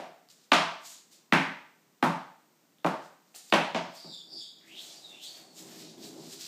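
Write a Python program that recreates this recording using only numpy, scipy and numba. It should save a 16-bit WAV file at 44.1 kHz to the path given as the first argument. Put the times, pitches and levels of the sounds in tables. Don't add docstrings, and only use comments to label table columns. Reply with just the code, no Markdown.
import sys
import numpy as np
from scipy import signal
from scipy.fft import rfft, irfft
from scipy.io import wavfile
from scipy.ndimage import uniform_filter1d
from numba import njit

SR = 44100
rng = np.random.default_rng(int(sys.argv[2]) if len(sys.argv) > 2 else 0)


def wav_record(signal):
    frames = np.transpose(np.atleast_2d(signal))
    bounded = np.clip(frames, -1, 1)
    quanta = np.round(bounded * 32767).astype(np.int16)
    wavfile.write(sys.argv[1], SR, quanta)


def nominal_scale(level):
    x = np.asarray(level, float) / 20
    return 10 ** x


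N = 285327

# (time [s], peak level [dB], delay of toy's far end [s], far end level [dB], first wall echo [s])
BLOWS = [
    (-.15, -11, 0.00107, -5, 0.0026),
    (0.5181, -4.5, 0.0034, -1.5, .012),
    (1.324, -6, 0.0016, -12, 0.0058),
    (2.0261, -10.5, 0.0025, -1.5, 0.0079),
    (2.8455, -12, 0.0064, 3.5, 0.014),
    (3.5241, -7.5, 0.00273, -6, 0.01),
    (3.7464, -18, .004, -1, 0.011),
    (4.044, -40, 0.00263, -6, 0.0027),
]
# (board thud [dB], hollow above it [dB], hardness corner [Hz], level at the corner [dB],
# level an octave higher [dB])
FACES = [(-8.5, -12, 1000, -18, -20.5), (-14, -20, 3080, -17.5, -30), (-5.5, -17.5, 2020, -10.5, -27),
         (-5, -21, 1270, -15.5, -27.5), (-3.5, -9, 1120, -6.5, -19.5), (-7, -13.5, 2850, -15.5, -31),
         (-4, -14.5, 3200, -21, -31), (7, -6, 900, -10, -25)]
# (low ring [Hz], level [dB], high ring [Hz], level [dB], snap level at the top [dB])
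RINGS = [(694, 8, 780, 7, -45), (671.6, 11, 1085, 11.5, -52.5), (273, 9, 890, 4, -51.5),
         (262, 6, 820, 9, -51), (315, 1.5, 650, 5.5, -46), (625, 5.5, 860, 7, -49.5),
         (661, 10.5, 874, 7.5, -63), (360, 2.5, 780, 2, -52)]
RING_OCTAVES = (.12, 0.39)
# (frequency [Hz], level re thud [dB])
DEEP = [(41, -56.5), (70, -22), (125, -14.5)]
THUD_HZ, HOLLOW_HZ, SNAP_HZ = 166.7, 450, 14400
# (frequency [Hz], level [dB])
STANDING = [(167, 5.5), (260, 3.5), (327, 4), (572, 5), (637, 4.5), (890, 5.5), (960, 4), (1040, 1),
            (1190, 4), (1545, 6.5), (2425, 3), (2965, 1)]
STANDING_WIDTH_HZ, BETWEEN_DB = 11, -1
# (frequency [Hz], level [dB])
GRAZING = [(100, -2.5), (300, 4), (1000, 0), (2500, 3.5), (4000, 1.5), (6000, -15.5), (9000, -15),
           (15000, -12.5)]
FAR_TREBLE_DB, DULLER_PER_DB = -1.5, 2.7
BENDING = 0.061
FORERUNNER_S = 0.003

# (time [s], peak level [dB], ring [Hz])
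TICKS = [(0.288, -43.5, 4750), (1.116, -47.5, 6020), (2.785, -51.5, 3500), (3.3439, -45, 2620),
         (3.346, -50, 740), (3.349, -36, 4470), (3.3615, -30, 9150), (3.501, -35.5, 4600),
         (5.981, -46, 3380), (6.033, -36.5, 3970), (6.099, -58, 4540), (6.296, -50.5, 4000)]
# (peak time [s], level [dB], rise [s per 20 dB], fade [s per 20 dB], dull part [dB])
RUSTLE = [
    (.302, -53, .012, .17, -8),
    (1.128, -52, .035, .13, -9),
    (.44, -64, .06, .12, -3),
    (.865, -40, .05, .15, -10),
    (.92, -44, .08, .14, -10),
    (3.05, -60, .12, .18, -6),
    (3.352, -41, .008, .15, -10),
    (3.5, -50, .2, .03, -9),
]
# (peak time [s], level [dB], rise [s per 20 dB], fade [s per 20 dB], dull part [dB])
SLIDES = [(3.96, -49.5, 0.057, 0.24, -1.5), (4.14, -53.5, 0.073, .25, -21), (4.34, -57, 0.081, .2, -12),
          (4.43, -49, 0.1, .14, -32), (4.68, -57, 0.053, 0.29, -2.5), (4.82, -45.5, 0.11, 0.47, -6.5),
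          (5.1, -55.5, .1, 0.25, -7), (5.24, -42.5, 0.05, 0.25, -12), (5.38, -52.5, .15, .17, 1.5),
          (5.589, -41.5, 0.061, 0.18, -10), (5.72, -52, 0.13, 0.38, 3.5), (5.81, -47.5, 0.16, .12, -3),
          (6.049, -45, 0.085, 0.22, -5.5), (6.27, -51.5, 0.32, 0.114, -5),
          (6.329, -39.5, 0.072, 0.11, -9.5), (6.41, -42.5, 0.043, 0.7, -5)]
AIRY_DB, AIRY_FADE, DULL_FADE = -4, 0.64, 0.91
AIRY_FOLLOWS = 0.4

# (peak time [s], level [dB], rise [s per 20 dB], fade [s per 20 dB], pitch [Hz])
SQUEAK_LOW = [
    (4.014, -49, -0.26, .25, 4130),
    (4.14, -46, 0.1, 0.19, 3620),
    (4.22, -49.5, 0.15, 0.02, 3430),
    (4.42, -46, 0.08, 0.21, 3430),
]
# (peak time [s], level [dB], rise [s per 20 dB], fade [s per 20 dB], pitch [Hz])
SQUEAK_HIGH = [
    (3.968, -51, 0.034, 0.33, 4750),
    (4.122, -47, 0.22, .18, 4640),
    (4.33, -45.5, .04, 0.24, 4750),
    (4.39, -41, 0.12, .15, 4680),
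    (4.826, -62, .12, .1, 4318),
    (4.974, -53.5, .05, 0.153, 4740),
]
# (peak time [s], level [dB], rise [s per 20 dB], fade [s per 20 dB], pitch [Hz])
SQUEAK_RISE = [
    (4.8, -46.5, .14, 0.15, 3380),
    (5.25, -48.5, 0.11, 0.16, 3450),
]
# (peak time [s], level [dB], rise [s per 20 dB], fade [s per 20 dB], pitch [Hz])
SQUEAK_THIN = [
    (5.05, -48, .05, 0.19, 3880),
    (5.12, -51, .1, 0.082, 3540),
]
# (peak time [s], level [dB], rise [s per 20 dB], fade [s per 20 dB], pitch [Hz])
SQUEAK_HELD = [
    (5.15, -52.5, 0.066, 0.12, 2720),
    (5.28, -44.5, 0.028, 0.23, 4470),
    (5.41, -61.5, .2, 0.068, 4415),
]
LOW_GLIDE_HZ_S, RISE_GLIDE_HZ_S, THIN_GLIDE_HZ_S = -2500, 10180, -3500

# (peak time [s], level [dB], rise [s per 20 dB], fade [s per 20 dB], block part [dB])
DRAG = [
    (4.1, -61, 0.5, -0.6, -5),
    (4.36, -56, 0.2, 0.16, -5.5),
    (4.7, -60.5, 0.35, 1, -11),
    (4.9, -63, 0.3, 0.5, 5.5),
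    (5.14, -56, .1, 0.1, -2),
    (5.42, -60.5, .5, 0.5, 3.5),
    (5.63, -48.5, 0.19, 1.2, -8),
    (5.97, -45.5, 0.33, .5, -12),
    (6.18, -45.5, 0.22, .5, -9.5),
    (6.47, -45, -0.1, 14, -5),
]
# (frequency [Hz], width [Hz], level [dB])
BOARDS = [(166, 44, -5.5), (219, 150, -3), (325.6, 22.3, 0.5), (389.7, 70, -2.5), (258, 32, -6),
          (135, 33, -14.5)]
# (time [s], level of the removed band [dB, 0 is all],
# frequency [Hz])
SOFT_DIP = [
    (4.04, -14, 6100),
    (4.1, -8, 6100),
    (4.24, -.5, 6070),
    (4.31, 1, 6513),
    (4.37, 0.5, 5930),
    (4.47, -.5, 5700),
    (4.58, -2, 5620),
]

# (frequency [Hz], time to fall 60 dB [s])
ROOM_T60 = [(100, 0.44), (250, 0.41), (700, 0.52), (2000, 0.54), (5000, 0.53), (9000, 0.44), (15000, .3)]
ECHO_DB = 7.5
# (frequency [Hz], density [dB per Hz])
QUIET = [(40, -28), (100, -13), (160, 3.5), (300, 2), (500, -3.5), (900, -6.5), (2000, -11), (3500, -13.5),
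         (6000, -12.5), (8500, -14.5), (10000, -24.5), (11500, -18), (13500, -16), (15500, -15.5)]
QUIET_DB = -67
TOP_HZ = 15430


def knocks():
    out = np.zeros(N)
    for (s, db, *contact), face, rings in zip(BLOWS, FACES, RINGS):
        add(out, nominal_scale(db) * blow(face, rings, *contact), s - FORERUNNER_S)
    return out


def blow(face, rings, delay, second_db, first_wall, size=4096):
    f = np.arange(size // 2 + 1) * SR / size
    t = np.arange(size) / SR
    pulse = causal(colour(face, rings, f)) * np.exp(-2j * np.pi * f * FORERUNNER_S)
    treble_db = min(FAR_TREBLE_DB - DULLER_PER_DB * second_db, 5.0)
    far_end = causal(read([(1200, second_db), (2800, second_db + treble_db)], f))
    far_end = far_end * np.exp(-2j * np.pi * f * delay)
    bending = np.exp(-4j * np.pi * BENDING * np.sqrt(f))
    direct = irfft(pulse * causal(read(GRAZING, f)) * (1 + far_end) * bending, size)
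    rattle = rfft(np.diff(rng.standard_normal(size + 1)) * np.exp(-t / 0.0026))
    swell = (t / FORERUNNER_S) ** 3 * (t < FORERUNNER_S + 0.0008)
    ahead = np.sin(2 * np.pi * (5500 * t - 3.5e5 * t ** 2)) * swell
    out = signal.fftconvolve(irfft(pulse, size), room(first_wall))
    out[:size] += direct + nominal_scale(-21) * irfft(pulse * rattle, size)
    out /= np.max(np.abs(direct))
    out[:size] += nominal_scale(colour(face, rings, 2900) - 2.5) * ahead
    return out


def colour(face, rings, hz):
    thud_db, hollow_db, corner_hz, corner_db, above_db = face
    low_hz, low_db, high_hz, high_db, snap_db = rings
    deep = [(f, thud_db + db) for f, db in DEEP]
    contact = [(THUD_HZ, thud_db), (HOLLOW_HZ, hollow_db), (corner_hz, corner_db), (2 * corner_hz, above_db)]
    db = read([*deep, *contact, (SNAP_HZ, snap_db)], hz)
    for (ring_hz, ring_db), octaves in zip(((low_hz, low_db), (high_hz, high_db)), RING_OCTAVES):
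        db = db + ring_db / (1 + (np.log2(np.maximum(hz, 1) / ring_hz) / octaves) ** 2)
    for mode_hz, mode_db in STANDING:
        db = db + mode_db / (1 + ((hz - mode_hz) / STANDING_WIDTH_HZ) ** 2)
    return db + BETWEEN_DB * (hz < 2000)


def squeak(table, width_hz, skirt_db, octave_db, glide_hz_s=0):
    t = np.arange(N) / SR
    hz = np.full(N, 1. * table[0][-1])
    for s, _, rise, _, held_hz in table:
        taken = t > s - min(1.4 * rise, 0.19)
        hz[taken] = held_hz - glide_hz_s * np.maximum(s - t[taken], 0)
    hz = uniform_filter1d(hz, size=600)
    tone = unit(band(rng.standard_normal(N), hz, width_hz))
    skirt = band(rng.standard_normal(N), 1.064 * hz, 4 * width_hz)
    skirt = unit(band(skirt, 1.064 * hz, 4 * width_hz))
    octave = unit(band((tone + skirt) ** 2, 2 * hz, 4 * width_hz))
    rubbing = tone + nominal_scale(skirt_db) * skirt + nominal_scale(octave_db) * octave
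    return nominal_scale(-0.5) * strokes(table) * flicker(25, 0.84) * rubbing


def rustle():
    rows = RUSTLE + SLIDES
    level = strokes(rows)
    dull_level = strokes(rows, DULL_FADE, 1)
    airy_level = strokes(rows, AIRY_FADE, AIRY_FOLLOWS)
    grains = rng.standard_normal((4, N)) * nominal_scale(5.3 * rng.standard_normal((4, N)))
    dull = dull_level * unit(band(grains[0], 2300, 4100)) * flicker(18.0, 0.52)
    body_level = nominal_scale(4.5) * np.sqrt(level * dull_level)
    body = body_level * unit(band(grains[1], 4500, 3600)) * flicker(16, 4.5)
    main = level * unit(band(grains[2], 7200, 3300)) * flicker(35, 0.76)
    airy = nominal_scale(AIRY_DB) * airy_level * unit(band(grains[3], 13000, 7000))
    return nominal_scale(-6.0) * (dull + body + main + airy)


def drag():
    boards = sum(nominal_scale(db) * unit(band(rng.standard_normal(N), hz, width)) for hz, width, db in BOARDS)
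    block = unit(band(rng.standard_normal(N), 642, 422))
    hum = strokes(DRAG) * unit(boards) + strokes(DRAG, part=0.91) * block
    return nominal_scale(-3.5) * flicker(10, 1.4) * hum


def ticks():
    out = np.zeros(N)
    for s, db, hz in TICKS:
        grit = np.diff(rng.standard_normal(4097)) * 1000. ** (-np.arange(4096) / SR / 0.0072)
        add(out, nominal_scale(db) * (ring(hz, 18 / hz) + 0.21 * grit), s)
    return out


def room(first_wall=.009, size=36000):
    t = np.arange(size) / SR - first_wall
    unevenness = np.exp(-np.abs(t) / 0.026)
    echoes = rng.standard_normal(size) * nominal_scale(5.6 * rng.standard_normal(size) * unevenness)
    spectrum = rfft(echoes)
    f = np.arange(size // 2 + 1) * SR / size
    tail = 0
    for k, (_, t60) in enumerate(ROOM_T60):
        share = read([(centre, j == k) for j, (centre, _) in enumerate(ROOM_T60)], f)
        tail = tail + irfft(spectrum * share, size) * 1000. 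** (-t / t60)
    tail *= np.clip(t / 0.0032, 0, 1) + 0.44 * (t > .003 - first_wall)
    return tail * nominal_scale(ECHO_DB) / np.sqrt(np.sum(tail ** 2))


def quiet():
    f = np.arange(N // 2 + 1) * SR / N
    hush = irfft(rfft(rng.standard_normal(N)) * nominal_scale(read(QUIET, f)), N)
    return nominal_scale(QUIET_DB) * unit(hush)


def strokes(table, fade_share=1, part=0):
    t, power = np.arange(N) / SR, np.zeros(N)
    for s, db, rise, fade, last in table:
        start = max(int((s - 3 * rise) * SR), 0)
        near = slice(start, int((s + 3 * fade * fade_share) * SR))
        fall = np.maximum((s - t[near]) / rise, (t[near] - s) / (fade * fade_share))
        power[near] += nominal_scale(2 * (db + part * last - 20 * fall))
    return np.sqrt(power)


def flicker(rate, depth_db):
    k = int(SR / rate)
    pressure = np.repeat(rng.standard_normal(N // k + 1), k)
    return nominal_scale(depth_db * uniform_filter1d(pressure, k)[:N])


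def ring(hz, t60, size=4096):
    t = np.arange(size) / SR
    return np.sin(2 * np.pi * hz * t) * 1000. ** (-t / t60)


@njit
def svf(x, hz, width):
    y, b, l = np.empty(len(x)), 0., 0.
    for i in range(len(x)):
        g, k = np.tan(np.pi * hz[i] / SR), width / hz[i]
        v = (b + g * (x[i] - l)) / (1 + g * (g + k))
        b = 2 * v - b
        l = l + 2 * g * v
        y[i] = k * v
    return y


def band(x, hz, width_hz):
    hz = hz + np.zeros(len(x))
    return svf(svf(x, hz, 1. * width_hz), hz, 1. * width_hz)


def causal(db, size=4096):
    cepstrum = irfft(db * np.log(10) / 20, size)
    cepstrum[1:size // 2] *= 2
    cepstrum[size // 2 + 1:] = 0
    return np.exp(rfft(cepstrum))


def read(table, hz):
    f, v = np.transpose(table)
    return np.interp(np.log(np.maximum(hz, 1)), np.log(f), v)


def play(table):
    first, last = table[0], table[-1]
    rows = [(first[0] - .015, -110, *first[2:]), *table, (last[0] + .015, -110, *last[2:])]
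    s, *columns = np.transpose(rows)
    return [np.interp(np.arange(N) / SR, s, c) for c in columns]


def unit(x):
    return x / np.sqrt(np.mean(x ** 2))


def add(out, x, s):
    i = int(round(s * SR))
    part = x[max(-i, 0):N - i]
    out[max(i, 0):max(i, 0) + len(part)] += part


def scene():
    squeaks = squeak(SQUEAK_LOW, 270, -0.65, -10.5, LOW_GLIDE_HZ_S)
    squeaks += squeak(SQUEAK_HIGH, 335, -2.1, -28)
    squeaks += squeak(SQUEAK_RISE, 510, 5.0, -21, RISE_GLIDE_HZ_S)
    squeaks += squeak(SQUEAK_THIN, 220, -7, -29.0, THIN_GLIDE_HZ_S)
    squeaks += squeak(SQUEAK_HELD, 170, -9, -20.0)
    echo, clicks = room(), ticks()
    rubbing = nominal_scale(-3) * (rustle() + squeaks)
    echoed = signal.fftconvolve(nominal_scale(-16.5) * rubbing + nominal_scale(-6.5) * clicks, echo)[:N]
    soft = rubbing + clicks + echoed + quiet()
    depth_db, dip_hz = play(SOFT_DIP)
    for _ in range(2):
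        soft = soft - np.minimum(nominal_scale(depth_db), 1) * svf(soft, dip_hz, 570.0)
    return (knocks() + soft + drag())[None]


def roll_off(x):
    return signal.sosfilt(signal.butter(12, 15990, fs=SR, output="sos"), x)


def record(dry):
    bass_cut = signal.butter(3, 100, "high", fs=SR, output="sos")
    top_cut = signal.ellip(10, .2, 70, TOP_HZ, fs=SR, output="sos")
    mix = signal.sosfilt(top_cut, signal.sosfilt(bass_cut, dry))
    return roll_off(mix)


dry = scene()
out = record(dry)
wav_record(out)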